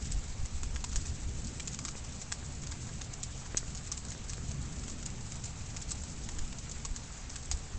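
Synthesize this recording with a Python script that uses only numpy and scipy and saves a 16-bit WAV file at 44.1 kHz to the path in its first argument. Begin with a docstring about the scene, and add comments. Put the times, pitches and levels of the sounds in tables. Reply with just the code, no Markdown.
"""A garden in light rain, heard from under a shelter, with thunder rolling far away.
The thunder is shaped noise in three bands; far rain is a patchy hiss of filtered noise.
Drops on hard leaves are damped sines and spatter, with one return off a wall and scattered echoes;
drops on soil are dull taps. The small microphone's treble lift around 7 kHz is part of the rain's colours."""
import sys
import numpy as np
from scipy import signal
from scipy.fft import rfft, irfft, next_fast_len
from scipy.io import wavfile
from scipy.ndimage import uniform_filter1d

SR = 44100
rng = np.random.default_rng(int(sys.argv[2]) if len(sys.argv) > 2 else 0)


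def master_out(mix):
    """Clip the mix to full scale and print it as 16-bit PCM to the path in sys.argv[1]."""
    frames = np.transpose(np.atleast_2d(mix))
    ceiling = np.clip(frames, -1, 1)
    pcm = np.round(ceiling * 32767).astype(np.int16)
    wavfile.write(sys.argv[1], SR, pcm)


N = 343098

# colour of the spatter and the scattered echoes: freq_hz, level_db (relative)
SPATTER_COLOUR = [(1000, -29), (3000, -16.5), (5000, -6), (6500, -6), (7500, -2), (8200, 2.5), (9300, -8.5)]
WALL_DELAY_S = .0043  # extra travel time by way of the wall


def amp(db):
    """Gain of a level in dB."""
    return 10 ** (np.asarray(db) / 20)


def unit(x):
    """x scaled to rms 1."""
    return x / np.sqrt(np.mean(x ** 2) + 1e-20)


def curves(rows):
    """One value per sample for each column after the time, in straight lines between rows."""
    times_s, *columns = np.transpose(rows)
    return [np.interp(np.arange(N) / SR, times_s, column) for column in columns]


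def coloured(x, points):
    """x filtered through (Hz, dB) points joined on a log frequency axis."""
    size = next_fast_len(x.shape[-1] + 8192)
    freq_hz, level_db = np.transpose(points)
    bins_hz = np.fft.rfftfreq(size, 1 / SR)
    # 1 Hz is added to keep the logarithm finite at zero
    gain = amp(np.interp(np.log(bins_hz + 1), np.log(freq_hz + 1), level_db))
    return irfft(rfft(x, size) * gain, size)[..., :x.shape[-1]]


def noise(points, count=1, size=N):
    """Rows of coloured noise, together at rms 1."""
    return unit(coloured(rng.standard_normal((count, size)), points))


def ping(t, hz, t60, rise):
    """A damped sine from t = 0 that fades 60 dB in t60 seconds after a soft onset."""
    t = np.maximum(t, 0)
    return np.sin(2 * np.pi * hz * t) * amp(-60 * t / t60) * (1 - np.exp(-t / rise))


def place(start_s, rows):
    """Rows of sound summed at their start times."""
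    starts = np.round(np.asarray(start_s) * SR).astype(int)[:, None]
    at = starts + np.arange(rows.shape[1])
    return np.bincount(at.ravel(), rows.ravel(), N + SR)[:N]


def off_wall(x, share):
    """x and its delayed copy reflected by the wall."""
    delay = round(WALL_DELAY_S * SR)
    padding = [(0, 0)] * (x.ndim - 1) + [(delay, 0)]
    return x + share * np.pad(x, padding)[..., :-delay]


def thunder():
    """Far thunder, smeared by hills into noise: deep booms, a roll and a grumble above it."""
    # deep booms: crest_s, level_db
    boom_crests = [(.15, -26.5), (.3, -37.5), (.43, -31), (.54, -28), (.67, -30.5), (.76, -32), (.95, -28),
                   (1.1, -33), (1.25, -33), (1.38, -35), (2.99, -41), (3.29, -38.5), (4.48, -39),
                   (4.92, -41.5), (5.24, -47), (5.96, -41), (6.3, -39), (6.42, -27.5), (6.76, -38),
                   (6.89, -30.5), (7.54, -30.5), (7.77, -31.5)]
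    # slow swell of the upper thunder: time_s, roll_db, grumble_db
    thunder_levels = [(0, -40.5, -49.5), (.28, -46, -55.5), (.8, -48.5, -53), (1.3, -42, -51),
                      (1.6, -47, -50), (2.34, -46.5, -55), (2.8, -43.5, -50.5), (3.12, -47, -55.5),
                      (4.33, -46.5, -53), (4.5, -38.5, -50.5), (4.9, -47.5, -48.5), (5.32, -44.5, -52.5),
                      (5.5, -43, -56.5), (6.17, -46.5, -50.5), (6.45, -46, -52), (7.13, -51, -56.5),
                      (7.78, -49, -54)]
    # spectral density of each band: freq_hz, level_db (per Hz, relative)
    boom_colour = [(4.7, -38.5), (8.0, -4), (38, -7), (75, -8.5), (98, -31.5), (160, -120)]
    roll_colour = [(38, -23), (65, 0), (97, -4), (134, -1.5), (175, -12.5), (230, -26.5), (390, -120)]
    grumble_colour = [(94, -46), (160, -2), (233, -2), (318, -10), (500, -17), (650, -24), (1100, -120)]
    rise_db_s, fall_db_s = 242, 201  # swell and fade of a boom
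    deep_db = -45.5  # steady deep rumble under the booms

    crest_s, crest_db = np.transpose(boom_crests)[:, :, None]
    since_s = np.arange(N) / SR - crest_s
    slope_db_s = np.where(since_s < 0, -rise_db_s, fall_db_s)
    boom_db = np.max(crest_db - slope_db_s * since_s, axis=0)
    roll_db, grumble_db = curves(thunder_levels)

    boom = amp(np.maximum(boom_db, deep_db)) * noise(boom_colour)[0]
    roll = amp(roll_db) * noise(roll_colour)[0]
    grumble = amp(grumble_db) * noise(grumble_colour)[0]
    return boom + roll + grumble


def far_rain():
    """Countless far drops blend into a hiss in faint patches, with a weak copy off the wall."""
    # spectral density of the hiss: freq_hz, level_db (per Hz, relative)
    hiss_colour = [(240, -29.5), (400, -2.5), (640, -3), (750, -0.5), (1050, -4.5), (1200, -3.5),
                   (1800, -6), (2500, -5.5), (3400, -8), (5500, -7), (6500, -3), (7200, -.5), (7900, 0.5),
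                   (9300, -1.5)]
    spectrum = signal.stft(rng.standard_normal(N), nperseg=512)[2]
    # random gain, smoothed over neighbouring frequencies and then over time
    patches = uniform_filter1d(rng.standard_normal(spectrum.shape), 12, 0)
    patches = uniform_filter1d(patches, 6, 1)
    patch_db = 1.49 * unit(patches)
    hiss = signal.istft(spectrum * amp(patch_db), nperseg=512)[1][:N]
    return amp(-44.5) * unit(off_wall(coloured(hiss, hiss_colour), 0.017))


def splash(t, hz):
    """One arrival per row: the bright tick of impact, a rebound of the droplet and spatter."""
    luck = rng.standard_normal((len(hz), 3))
    tick = 3.6 * ping(t, hz * (1 + .04 * luck[:, 2:]), .004, .0003)
    # a second, higher ping: the small microphone's treble peak excited by the tick
    tick += 1.7 * ping(t, 7900 + 200 * luck[:, 2:], .004, .0003)
    rebound_t = t - .0014 - .0002 * luck[:, 1:2]
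    rebound = amp(-3 + 2.5 * luck[:, :1]) * ping(rebound_t, hz, .005, .0003)
    spatter = amp(-5 - 60 * t / .035) * (t > 0)
    spatter = spatter * noise(SPATTER_COLOUR, count=len(hz), size=t.shape[1])
    return tick + rebound + spatter


def leaf(t, knock_hz, knock_db, slap_db, slap_hz):
    """The flat slap on the leaf, a broad band of noise, and the short knock it rings with."""
    octaves = np.log2((np.fft.rfftfreq(t.shape[1], 1 / SR) + 1) / slap_hz)
    slap = irfft(rfft(rng.standard_normal(t.shape)) * amp(-2 * octaves ** 2), t.shape[1])
    slap /= slap.std(axis=1, keepdims=True)
    knock = ping(t, knock_hz, 0.027, 0.000085)
    return amp(slap_db - 60 * t / 0.017) * slap + amp(knock_db + 3) * knock


def ticks(start_s, db, echo_db, hz, knock_hz, knock_db, slap_db, slap_hz, tail_db):
    """Each drop arrives straight, again off the wall, then as scattered echoes from the garden."""
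    t = np.arange(2800)[None] / SR + 0 * db  # one row of time per drop
    late_t = t - WALL_DELAY_S - .0001 * rng.standard_normal(db.shape)
    echo = amp(echo_db)
    louder = np.maximum(echo, 1)  # the stronger of the straight and the wall arrival
    bright = splash(t, hz) + echo * splash(late_t, hz)
    tail = louder * amp(tail_db - 60 * t / 0.094) * (late_t > 0)
    bright += tail * noise(SPATTER_COLOUR, count=len(db), size=t.shape[1])
    body = off_wall(leaf(t, knock_hz, knock_db, slap_db, slap_hz), 0.73 * echo) / louder
    return place(start_s.ravel(), amp(db) * bright + body)


def small_drops(count=480):
    """Fainter drops tick on leaves at random moments, swelling in flurries."""
    # base level of the faint drops: time_s, level_db (relative)
    flurries = [(0, -49), (.56, -55.5), (.9, -48.5), (1.5, -51), (1.8, -51), (2.55, -51), (3.4, -54),
                (3.8, -49.5), (4, -52), (4.9, -50.5), (5.3, -54.5), (5.9, -48.5), (6.6, -55.5),
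                (7.78, -52.5)]
    moment, strength, pitch = rng.random((count, 3)).T[:, :, None]
    slap_luck, echo_luck, tick_luck = rng.standard_normal((count, 3)).T[:, :, None]
    db = curves(flurries)[0][(moment * N).astype(int)] + 6 * strength
    knock_hz = 800 + 3200 * pitch
    return ticks(moment * N / SR, db, 3 * echo_luck, 7000 + 500 * tick_luck, knock_hz,
                 knock_db=db - 21.5, slap_db=db - 12.0 + 3.3 * slap_luck,
                 slap_hz=knock_hz, tail_db=0.5)


def near_drops():
    """The drops one can point at, close by on hard leaves; larger, lower leaves slap lower."""
    # near drops, levels relative: start_s, tick_db, echo_db (against the tick),
    # knock_hz, knock_db, slap_db
    leaf_drops = [(0.055, -37, -4, 1610, -53, -58), (0.116, -36, 9, 2960, -53, -43),
                  (0.4542, -39.5, 6, 2040, -49, -46), (0.633, -32.5, -8, 1100, -44.5, -37),
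                  (0.76, -40, 1, 1650, -44.5, -35.5), (0.841, -29, -0.5, 1010, -38.5, -34.5),
                  (0.917, -41, -3, 2000, -62, -46), (0.928, -37, 1, 1440, -52, -45),
                  (0.959, -22.5, -6.5, 1680, -42.5, -39), (1.0544, -42, 4, 2540, -51, -42),
                  (1.0694, -37, -1, 600, -66, -56), (1.471, -31.5, -10, 840, -63, -55),
                  (1.598, -35, 4, 2380, -40, -31.5), (1.6746, -29.5, 1, 2640, -41, -38.5),
                  (1.729, -37, 0, 2500, -60, -57), (1.742, -36, 5, 3040, -54, -40),
                  (1.7898, -32, -7, 2170, -50, -33), (1.8508, -27, -4, 1230, -40, -34),
                  (1.8833, -34.5, 3, 1280, -41, -34), (2.216, -33.5, 0.5, 600, -49, -47),
                  (2.3196, -32.5, 8, 2290, -43, -25.5), (2.6362, -39.5, -4, 2650, -54, -42),
                  (2.667, -42, 7, 1460, -53, -43), (2.713, -36.5, -1, 2500, -61, -53),
                  (2.7197, -37, 1, 1550, -46.5, -38), (2.89, -50, 0, 1670, -49, -46),
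                  (3.0129, -36.5, 4.5, 2800, -54, -37), (3.134, -38, 3, 2860, -53, -44),
                  (3.2313, -27, 0.5, 2990, -58, -41), (3.4581, -51, 5, 1000, -44, -41),
                  (3.571, -19, -1.5, 1650, -44, -37.5), (3.7494, -33, -6, 1100, -51, -49),
                  (3.775, -34, -16, 2210, -61, -62), (3.873, -35, -6, 2080, -56, -51),
                  (3.9172, -26.5, 1.5, 1180, -44, -61), (3.973, -37, 5.5, 2560, -53, -36.5),
                  (4.0504, -34.5, -13, 1570, -51, -52), (4.085, -37, -10, 1500, -62, -60),
                  (4.1008, -39, 4, 940, -61, -57), (4.119, -34, -4, 1980, -55, -44),
                  (4.296, -34, 4, 1760, -47, -50), (4.3338, -34, -6, 2430, -50, -40),
                  (4.5112, -37.5, 3, 605, -44, -42), (4.836, -40, -4, 2480, -66, -42),
                  (4.8805, -33.5, -12, 595, -49, -40.5), (4.8986, -34.5, -1.5, 1080, -61, -51),
                  (4.985, -44, -8, 2500, -62, -50), (5.0277, -38, -1, 1400, -55, -45),
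                  (5.0576, -34, 6, 2850, -48, -40), (5.103, -37.5, -17, 2800, -60, -52),
                  (5.3167, -46, 13, 2440, -54, -38.5), (5.3562, -37, -5, 1240, -55, -47),
                  (5.4394, -32.5, -4, 2990, -55, -45), (5.455, -34.5, -3, 2860, -55, -52),
                  (5.4774, -45, -2, 730, -53, -49), (5.609, -48, -8, 1410, -55, -50),
                  (5.7648, -34.5, 2.5, 1610, -61, -37), (5.817, -39, -1, 1320, -66, -46),
                  (5.907, -31, 1, 2010, -63, -52), (5.914, -26.5, 1, 1180, -47.5, -46),
                  (6.017, -40.5, 1, 1450, -56, -60), (6.036, -33.5, -6, 1000, -51, -50),
                  (6.102, -43, -10, 2000, -60, -55), (6.2894, -32, -8, 980, -46, -39),
                  (6.386, -35.5, 3, 1700, -52, -42), (6.5234, -49, 8.5, 2640, -63, -35),
                  (6.586, -33.5, -5, 2950, -59, -46), (6.692, -44, 9, 583, -44, -53),
                  (6.7141, -32, -3, 710, -59, -50), (6.8504, -29.5, 0.5, 1100, -40, -40),
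                  (6.9625, -30, -6, 1650, -50.5, -47), (7.297, -40, 5, 1450, -61, -44),
                  (7.3581, -31.5, 1, 2550, -57, -40), (7.514, -20, -5.5, 800, -37, -32)]
    start_s, db, echo_db, knock_hz, knock_db, slap_db = np.transpose(leaf_drops)[:, :, None]
    hz = 6990 + 460 * rng.standard_normal(db.shape)  # pitch of a tick and its scatter
    slap_hz = 2140 * (knock_hz / 1500) ** 0.25
    return ticks(start_s, db, echo_db, hz, knock_hz, knock_db, slap_db, slap_hz, tail_db=-7)


def pats():
    """Drops on soil give a short dull tap and one low push, with no ring."""
    # drops on soil: start_s, level_db (relative), pitch_hz
    soil_drops = [(1.9531, -36, 2200), (2.427, -39, 1490), (3.5462, -25, 1880), (3.6298, -34, 1500),
                  (4.15, -32.5, 1190), (4.3805, -34.5, 1800), (5.745, -39, 1310)]
    start_s, db, hz = np.transpose(soil_drops)[:, :, None]
    t = np.arange(900)[None] / SR
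    tap = ping(t, hz, 0.0022, 0.0004)
    push = .7 * ping(t - .0008, 0.2 * hz, 0.0041, 0.0001)
    return place(start_s.ravel(), amp(db + 9.5) * (tap - push))


def scene():
    """Everything reaches one microphone."""
    return (thunder() + far_rain() + small_drops() + near_drops() + pats())[None]


def record(dry):
    """The recorder rolls off ever faster above 6.8 kHz and keeps nothing above its band limit."""
    offset, top_hz = .0008, 9170  # steady offset of the converter; band limit
    size = next_fast_len(N + 8192)
    hz = np.fft.rfftfreq(size, 1 / SR)
    roll_off = amp(-3.5 * (np.maximum(hz - 6800, 0) / 1000) ** 3)
    return irfft(rfft(dry + offset, size) * roll_off * (hz < top_hz), size)[:, :N]


dry = scene()
out = record(dry)
master_out(out)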